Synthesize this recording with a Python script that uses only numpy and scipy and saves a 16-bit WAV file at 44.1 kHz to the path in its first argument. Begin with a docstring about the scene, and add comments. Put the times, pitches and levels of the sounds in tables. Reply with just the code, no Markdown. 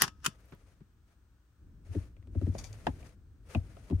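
"""Inside a parked car, a stereo pair of microphones close to the seat belt buckle.
The steel tongue strikes the buckle and slides in; the latch snaps shut and the metal rings.
Then, down in the footwell, a rubber-soled shoe works the pedals: dull knocks boom through the
floor panel, the sole scuffs across the tread, and a pedal clacks against its stops.
Underneath lie the low rumble of the car body and a faint hiss."""
import sys
import numpy as np
from scipy import signal
from scipy.fft import rfft, irfft
from scipy.io import wavfile
from scipy.ndimage import uniform_filter1d

SR = 44100
rng = np.random.default_rng(int(sys.argv[2]) if len(sys.argv) > 2 else 0)


def store_wav(level_fs):
    """Save 16-bit WAV to argv[1]."""
    pcm = np.round(np.clip(np.atleast_2d(level_fs), -1, 1) * 32767)
    wavfile.write(sys.argv[1], SR, pcm.T.astype(np.int16))


N = 176400
T = np.arange(N) / SR
RING_T = T[:SR // 3]  # time axis of one blow and its decay
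BELT_WET_DB, PEDAL_WET_DB = -12, -11  # cabin reflections against the direct sound


def buckle(steel_db=-20):
    """Close up: the tongue strikes and slides, the latch snaps, and the steel rings on."""
    # tongue striking the buckle: start_s, level_db, decay_s
    strike_hits = [(.0203, -9.5, 0.0018), (.0230, -22, 0.0019)]
    # latch catching and snapping home: start_s, level_db, decay_s
    snap_hits = [(.2035, -65.5, 0.0012), (.2432, -38, 0.0016), (.2473, -29.5, 0.0016), (.2525, -28, 0.0023),
                 (.255, -39.5, 0.0035), (.2610, -17.5, 0.00087), (.2625, -17.5, 0.0022),
                 (.2655, -21.5, 0.0021)]
    # tongue jolting deeper into the slot: start_s, level_db, decay_s
    jolt_hits = [(.0118, -29.5, .002), (.0385, -25, 0.0018), (.0793, -34.5, 0.0026)]
    # tongue scraping along the slot: time_s, level_db
    slide_curve = [(0, -40), (.009, -41), (.013, -33), (.019, -30), (.029, -30.5), (.035, -30.5),
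                   (.042, -33.5), (.05, -36), (.058, -50.5), (.076, -51.5), (.088, -55.5), (.105, -69),
                   (.15, -80.5), (.215, -78), (.24, -59), (.26, -58.5), (.29, -65), (.33, -68.5),
                   (.4, -110)]
    # buckle shell under the strike: frequency_hz, gain_db
    strike_colour = [(120, -39.5), (300, -22), (650, -14.5), (900, -9.5), (1150, -1.5), (1500, -11),
                     (1900, 1.5), (2380, -18), (2800, -5.5), (4040, -15.5), (4600, -6), (5100, -11),
                     (5520, -6), (6520, -8.5), (7830, -19.5), (9930, -4.5), (11300, -13.5), (12500, -4.5),
                     (16000, -24)]
    # shell under the latch: frequency_hz, gain_db
    snap_colour = [(120, -48), (200, -14.5), (700, -25.5), (920, -14.5), (1250, 2), (1370, -7.5),
                   (1490, 1.5), (1750, -11), (2000, -8), (2300, -17), (2540, -3.5), (2800, -11.5),
                   (3020, -2.5), (3250, -12.5), (3800, -14), (4200, -22), (4520, -15), (6520, -13),
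                   (7680, -18), (9930, -11.5), (11300, -32.5), (12700, -23), (16000, -27.5)]
    # shell under the scrape: frequency_hz, gain_db
    slide_colour = [(120, -28.5), (200, -8), (387, -10), (519, -24), (1040, -3), (1710, -3.5), (2250, -16),
                    (2700, -7), (4200, -15), (5520, -7), (7410, -22), (10100, -21.5), (16000, -43.5)]
    # modes of the steel tongue and spring: pitch_hz, level_db, t60_s
    steel_modes = [(650, -19, .35), (1120, -2, .08), (1275, -5, .36), (1484, -1, .12), (1940, -5, .09),
                   (2514, -4, .1), (2752, -3, .12), (2985, -1, .12), (3430, -13, .22), (3635, -9, .14),
                   (4540, -5, .11), (5370, -2, .13), (5680, -5, .11), (6680, -6, .11), (8240, -10, .08),
                   (10200, -9, .06)]
    # buckle's balance at the microphones: frequency_hz, left_over_right_db
    balance = [(200, 1), (1200, 1.5), (1800, 8), (3000, -3.5), (4500, 8), (6000, 7.5), (7500, 14),
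               (9000, -1.5), (16000, -2.5)]
    strikes, snaps = clicks(strike_hits), clicks(snap_hits)
    slide = friction() * envelope(slide_curve) + clicks(jolt_hits)
    shell = colour(strikes, strike_colour) + colour(snaps, snap_colour) + colour(slide, slide_colour)
    steel = sum(amp(db - 60 * RING_T / t60) * np.cos(2 * np.pi * hz * RING_T)
                for hz, db, t60 in steel_modes)
    ring = convolve(.5 * strikes + snaps + slide, steel / np.linalg.norm(steel))
    out = in_cabin(shell + amp(steel_db) * ring, BELT_WET_DB)
    side_db = at_hz(balance, np.fft.rfftfreq(2 * N, 1 / SR))
    return irfft(rfft(out, 2 * N) * amp([side_db / 2, -side_db / 2]))[:, :N]


def pedals(knock_delay_s=.0011, boom_delay_s=.005, tick_peak_db=13, tick_octaves=.2):
    """In the footwell each blow ticks and clacks in the pedal, knocks in its arm, booms in the floor."""
    # shoe and pedal blows: start_s, boom_db, knock_db, knock_ratio, clack_db, clack_hz, tick_db, tick_hz
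    blows = [(1.603, -53, -70, 0.88, -77.5, 598, -90, 2000),
             (1.882, -31.5, -55, 1.01, -77, 598, -93.5, 2000),
             (1.9488, -23.5, -26.5, 1.12, -42.5, 548, -53, 1940),
             (2.166, -43, -62, 1.1, -63.5, 590, -62.5, 2205), (2.226, -65, -71, 0.83, -71, 600, -66, 2000),
             (2.272, -42, -50.5, 1.12, -59, 550, -64.5, 8600),
             (2.35, -21.5, -31, 0.97, -44.5, 555, -60.5, 1440),
             (2.413, -22, -29, 1.01, -41.5, 550, -53, 1300),
             (2.468, -23, -26, 0.9, -39.5, 463, -56.5, 1820),
             (2.55, -43, -43.5, 0.91, -34.5, 611, -59, 2460),
             (2.8679, -33.5, -26, 0.96, -21.5, 808, -28, 1737),
             (3.5483, -21, -23.5, .88, -30.5, 700, -32, 2520),
             (3.028, -64, -57, 1.066, -52, 660, -55, 2330), (3.768, -69, -71, 2.1, -49, 647, -54, 1303),
             (3.8998, -41, -26.5, 0.99, -45.5, 580, -48.5, 950),
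             (3.91, -26, -23.5, 0.96, -44.5, 564, -48.5, 930), (3.923, -23, -31, 0.93, -46, 756, -65, 1000)]
    # floor panel modes: pitch_hz, level_db, swell_s
    floor_modes = [(91.1, -2.5, 0.021), (61.1, -14.5, 0.031), (121.8, -15.5, 0.023), (92.4, -22.5, 0.057)]
    # pedal arm modes: pitch_hz, level_db, swell_s
    arm_modes = [(164.6, -9.5, 0.017), (262.4, -4.5, 0.014), (301.2, -6, 0.011), (369.8, -11, 0.0099)]
    # spectrum of the pedal's clack: ratio_to_clack_hz, gain_db
    clack_shape = [(.15, -16.5), (.55, -7.5), (.8, -6), (.97, 0), (1.1, -3.5), (1.3, -12.5), (2.2, -29),
                   (6, -56.5), (30, -85)]
    # spectrum common to all ticks: frequency_hz, gain_db
    tick_colour = [(200, -27.5), (1100, -0.5), (2000, -9), (2700, -2.5), (3800, -9.5), (5000, -17),
                   (10000, -28), (16000, -37.5)]
    low, high = np.zeros((2, N)), np.zeros((2, N))
    hz = np.fft.rfftfreq(N, 1 / SR)[1::16]
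    for start_s, boom_db, knock_db, knock_ratio, clack_db, clack_hz, tick_db, tick_hz in blows:
        add(low, start_s + boom_delay_s, amp(boom_db) * thud(floor_modes))
        add(low, start_s + knock_delay_s, amp(knock_db) * thud(arm_modes, knock_ratio))
        clack_colour = [(ratio * clack_hz, db) for ratio, db in clack_shape]
        add(high, start_s, amp(clack_db) * colour(contact(decay_s=.006), clack_colour))
        peak_db = tick_peak_db * np.exp(-(np.log2(hz / tick_hz) / tick_octaves) ** 2)
        peaked_colour = np.c_[hz, at_hz(tick_colour, hz) + peak_db]
        add(high, start_s, amp(tick_db) * colour(contact(decay_s=.0034), peaked_colour))
    return low + in_cabin(high, PEDAL_WET_DB) * lean_left(1)


def seat():
    """The buckle's stalk bumps the leather cushion: a soft thud with a pat on top."""
    # stalk meeting the seat: start_s, thud_db, pat_db
    bumps = [(.026, -34.5, -60), (.066, -46, -50), (0.269, -36, -59), (.522, -46, -50),
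             (0.805, -46.5, -65.5)]
    # cushion modes: pitch_hz, level_db, swell_s
    cushion_modes = [(95, -10, .014), (148, 1, 0.0091), (205, -6.5, .012), (290.3, -12.5, .01),
                     (370, -11, .008)]
    # pat on leather: frequency_hz, gain_db
    pat_colour = [(100, -10), (330, 2), (700, -10), (1400, -8), (3500, -21), (6000, -31), (16000, -42.5)]
    out = np.zeros((2, N))
    for start_s, thud_db, pat_db in bumps:
        add(out, start_s, amp(thud_db) * thud(cushion_modes))
        add(out, start_s, amp(pat_db) * colour(contact(decay_s=.017), pat_colour))
    return out


def scuffs(rise_s=.0066, fade_db=-30, stick_slip_hz=350, jitter=.5):
    """The rubber sole sticks and slips over the pedal's ribs in short strokes."""
    # sole crossing the tread: start_s, length_s, level_db
    strokes = [(2.537, 0.034, -62.5), (2.579, 0.058, -50), (2.634, 0.076, -53.5), (2.727, 0.0079, -48.5),
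               (3.065, 0.01, -53)]
    # rubber on the tread: frequency_hz, gain_db
    scuff_colour = [(200, -29), (700, 3), (1400, -8.5), (2000, -8), (2350, 2), (2800, -13), (3600, -1),
                    (4150, -9), (4600, 5), (5250, -4), (5800, 3.5), (7000, 1), (7550, -9), (8600, -7.5),
                    (11000, -13), (14500, -25), (16000, -29)]
    force = np.zeros((1, N))
    for start_s, length_s, db in strokes:
        t = np.arange(0, length_s, 1 / SR)
        add(force, start_s, np.minimum(t / rise_s, 1) * amp(db + fade_db * (t / length_s) ** 2))
    slip_hz = stick_slip_hz * np.exp(jitter * wander(samples=60))
    slip_count = np.floor(np.cumsum(slip_hz) / SR)
    slips = np.diff(slip_count, prepend=0) * noise()  # one impulse of random strength per slip
    out = colour((slips / slips.std() + noise()) * force, scuff_colour)
    return in_cabin(out, PEDAL_WET_DB) * lean_left(2.5)


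def webbing(decay_s=.00083):
    """Fine ticks as the hand lets go and the belt takes up its slack."""
    # ticks of webbing and fingers: start_s, level_db
    ticks = [(.403, -66), (.457, -61), (.480, -64), (0.512, -63), (.550, -59)]
    # spectrum of those ticks: frequency_hz, gain_db
    tick_colour = [(300, -15), (1500, -5), (3500, -11), (6000, -25), (13000, -1), (16000, -8)]
    train = clicks([(start_s, db, decay_s) for start_s, db in ticks])
    return in_cabin(colour(train, tick_colour), BELT_WET_DB)


def hiss_swells(grain=.3, uneven_db=2.2):
    """Soft, uneven hiss that swells and fades around the clicks and knocks."""
    # swells, rising before the start and falling after the end: start_s, end_s, level_db, rise_s, fall_s
    swells = [(0.244, 0.527, -72, .02, 0.081), (0.622, 0.722, -72.5, 0.11, .1),
              (1.089, 1.133, -76.5, 0.042, 0.025), (1.939, 1.995, -62, 0.12, 0.15),
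              (2.456, 2.616, -62.5, 0.17, 0.031), (2.638, 3.066, -63.5, .05, 0.1),
              (3.504, 3.545, -67.5, 0.084, .02), (3.515, 3.544, -55.5, 0.03, 0.01),
              (3.553, 4, -66, 0.04, .1)]
    # spectrum of the swelling hiss: frequency_hz, gain_db
    swell_colour = [(240, -35.5), (400, -4.5), (676, -6.5), (742, -11.5), (893, -12), (1070, -15.5),
                    (1200, -11.5), (2250, -14), (3530, -21), (6640, -20.5), (7630, -27), (8500, -21),
                    (16000, -39.5)]
    gain = np.zeros(N)
    for start_s, end_s, db, rise_s, fall_s in swells:
        ramp = np.minimum(1 + (T - start_s) / rise_s, 1 - (T - end_s) / fall_s)
        gain += amp(db) * np.clip(ramp, 0, 1) ** 1.14
    flicker = amp(uneven_db * wander(samples=1100))
    texture = noise() + grain * friction()
    return colour(texture * gain * flicker, swell_colour) * lean_left(2)


def background(hiss_db=-77.5):
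    """Low rumble of the car body, the floor's drone under the moving pedal, and a faint steady hiss."""
    # swell of the body rumble: time_s, level_db
    rumble_curve = [(0, -55.5), (.35, -57), (.7, -60.5), (1, -63), (1.57, -66), (1.62, -54), (1.83, -53),
                    (2.02, -46), (2.2, -57.5), (2.33, -47), (2.55, -38.5), (2.72, -54.5), (2.85, -49.5),
                    (2.95, -45), (3.13, -55), (3.45, -55), (3.64, -47), (3.87, -53.5), (4, -40)]
    # body rumble: frequency_hz, gain_db
    rumble_colour = [(15, -32.5), (30, -9), (45, 1.5), (65, 2), (100, -4), (135, -11), (200, -16),
                     (300, -18), (450, -31), (1000, -50.5), (4000, -94)]
    # swell of the floor drone as the pedal travels: time_s, level_db
    drone_curve = [(2.5, -80.5), (2.58, -47), (2.76, -44.5), (2.86, -82), (2.95, -90)]
    # narrow floor resonance: frequency_hz, gain_db
    drone_colour = [(20, -49.5), (90, -21.5), (102, -3), (109, 3), (116, -9), (135, -24), (600, -66.5)]
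    # steady hiss: frequency_hz, gain_db
    hiss_colour = [(180, -28), (300, -3), (689, -12), (1460, -5.5), (1840, -11), (2070, -17), (2170, -15),
                   (5250, -19.5), (6100, -17.5), (7320, -22.5), (8500, -18), (10200, -31.5), (16000, -21.5)]
    rumble = colour(noise(), rumble_colour, size=16384) * envelope(rumble_curve)
    drone = colour(noise(), drone_colour, size=16384) * envelope(drone_curve)
    hiss = amp(hiss_db) * colour(noise(), hiss_colour)
    return (rumble + drone + hiss) * lean_left(1)


def in_cabin(direct, wet_db, size=256, onset_s=.004):
    """The direct sound plus the short, padded reflections of the car's interior."""
    # cabin decay: frequency_hz, t60_s
    decay = [(100, .16), (1200, 0.072), (4000, 0.062), (9000, 0.074), (16000, .06)]
    hz, t, spectra = signal.stft(rng.standard_normal((2, len(RING_T))), SR, nperseg=size)
    spectra *= amp(-60 * t / at_hz(decay, hz)[:, None])
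    tail = signal.istft(spectra, SR, nperseg=size)[1][:, :len(RING_T)]
    tail *= np.minimum(RING_T / onset_s, 1) ** 2
    return direct + amp(wet_db) * convolve(direct, tail / np.linalg.norm(tail[0]))


def contact(decay_s, passes=6):
    """A brief chatter of two surfaces meeting, even in spectrum."""
    fade = np.exp(-RING_T / decay_s)
    burst = noise(len(RING_T)) * fade
    for _ in range(passes):  # flatten the spectrum, then trim the tail again
        flat = np.exp(1j * np.angle(rfft(burst)))
        burst = irfft(flat, len(RING_T)) * np.minimum(1, 10 * fade)
    return burst * np.linalg.norm(fade) / np.linalg.norm(burst, axis=1, keepdims=True)


def clicks(hits):
    """A train of hard contacts."""
    out = np.zeros((2, N))
    for start_s, db, decay_s in hits:
        add(out, start_s, amp(db) * contact(decay_s))
    return out


def thud(modes, pitch_ratio=1, spread_rad=.2):
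    """Damped low modes that swell and die, slightly out of phase between the microphones."""
    out = 0
    for hz, db, swell_s in modes:
        age = RING_T / swell_s
        swell = (age * np.exp(1 - age)) ** 3  # peaks at swell_s
        phase = rng.normal(0, spread_rad, (2, 1))
        out = out + amp(db) * swell * np.sin(2 * np.pi * hz * pitch_ratio * RING_T + phase)
    return out * lean_left(2)


def friction(slips_per_s=1500, share=.46):
    """Tiny slips over a smooth hiss."""
    slips = rng.standard_normal(N) * (rng.random(N) < slips_per_s / SR)
    return share * slips / slips.std() + np.sqrt(1 - share ** 2) * noise()


def noise(n=N):
    """White noise as two close microphones hear it, most alike in the bass."""
    # likeness of left and right: frequency_hz, correlation
    likeness = [(30, .98), (120, .93), (400, .85), (900, .65), (2000, .15), (5000, .05), (9000, .45),
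                (13000, .75)]
    left, other = rfft(rng.standard_normal((2, n)))
    same = at_hz(likeness, np.fft.rfftfreq(n, 1 / SR))
    return irfft([left, same * left + np.sqrt(1 - same ** 2) * other], n)


def wander(samples):
    """Smoothed random drift of unit variance."""
    return uniform_filter1d(rng.standard_normal(N), samples) * np.sqrt(samples)


def colour(x, points, size=4096):
    """Applies a minimum-phase filter of unit energy with the given spectral shape."""
    log_gain = np.log(amp(at_hz(points, abs(np.fft.fftfreq(size, 1 / SR)))))
    response = np.exp(np.conj(signal.hilbert(log_gain)))
    taps = np.fft.ifft(response).real[:size // 2]
    return convolve(x, taps / np.linalg.norm(taps))


def convolve(x, taps):
    """Filters both channels and keeps the length."""
    return signal.fftconvolve(x, np.atleast_2d(taps), axes=1)[:, :x.shape[1]]


def amp(db):
    """Decibels to gain."""
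    return 10 ** (np.asarray(db) / 20)


def lean_left(db):
    """Gains that raise the left microphone and lower the right by db each."""
    return amp([[db], [-db]])


def at_hz(points, hz):
    """A table's value on a log-frequency axis."""
    table_hz, value = np.transpose(points)
    return np.interp(np.log(hz + 1e-6), np.log(table_hz), value)


def envelope(points):
    """A time_s, level_db curve as gain."""
    return amp(np.interp(T, *np.transpose(points)))


def add(mix, start_s, sound):
    """Mixes a sound in at start_s."""
    part = mix[:, round(start_s * SR):][:, :sound.shape[-1]]
    part += sound[..., :part.shape[1]]


def scene():
    """Belt, then pedals, in the quiet cabin."""
    return buckle() + seat() + webbing() + pedals() + scuffs() + hiss_swells() + background()


def record(dry):
    """The recorder's band limit."""
    edge_hz = 15900
    lowpass = signal.firwin(511, edge_hz, window=("kaiser", 9), fs=SR)
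    return signal.oaconvolve(dry, lowpass[None], "same")


dry = scene()
out = record(dry)
store_wav(out)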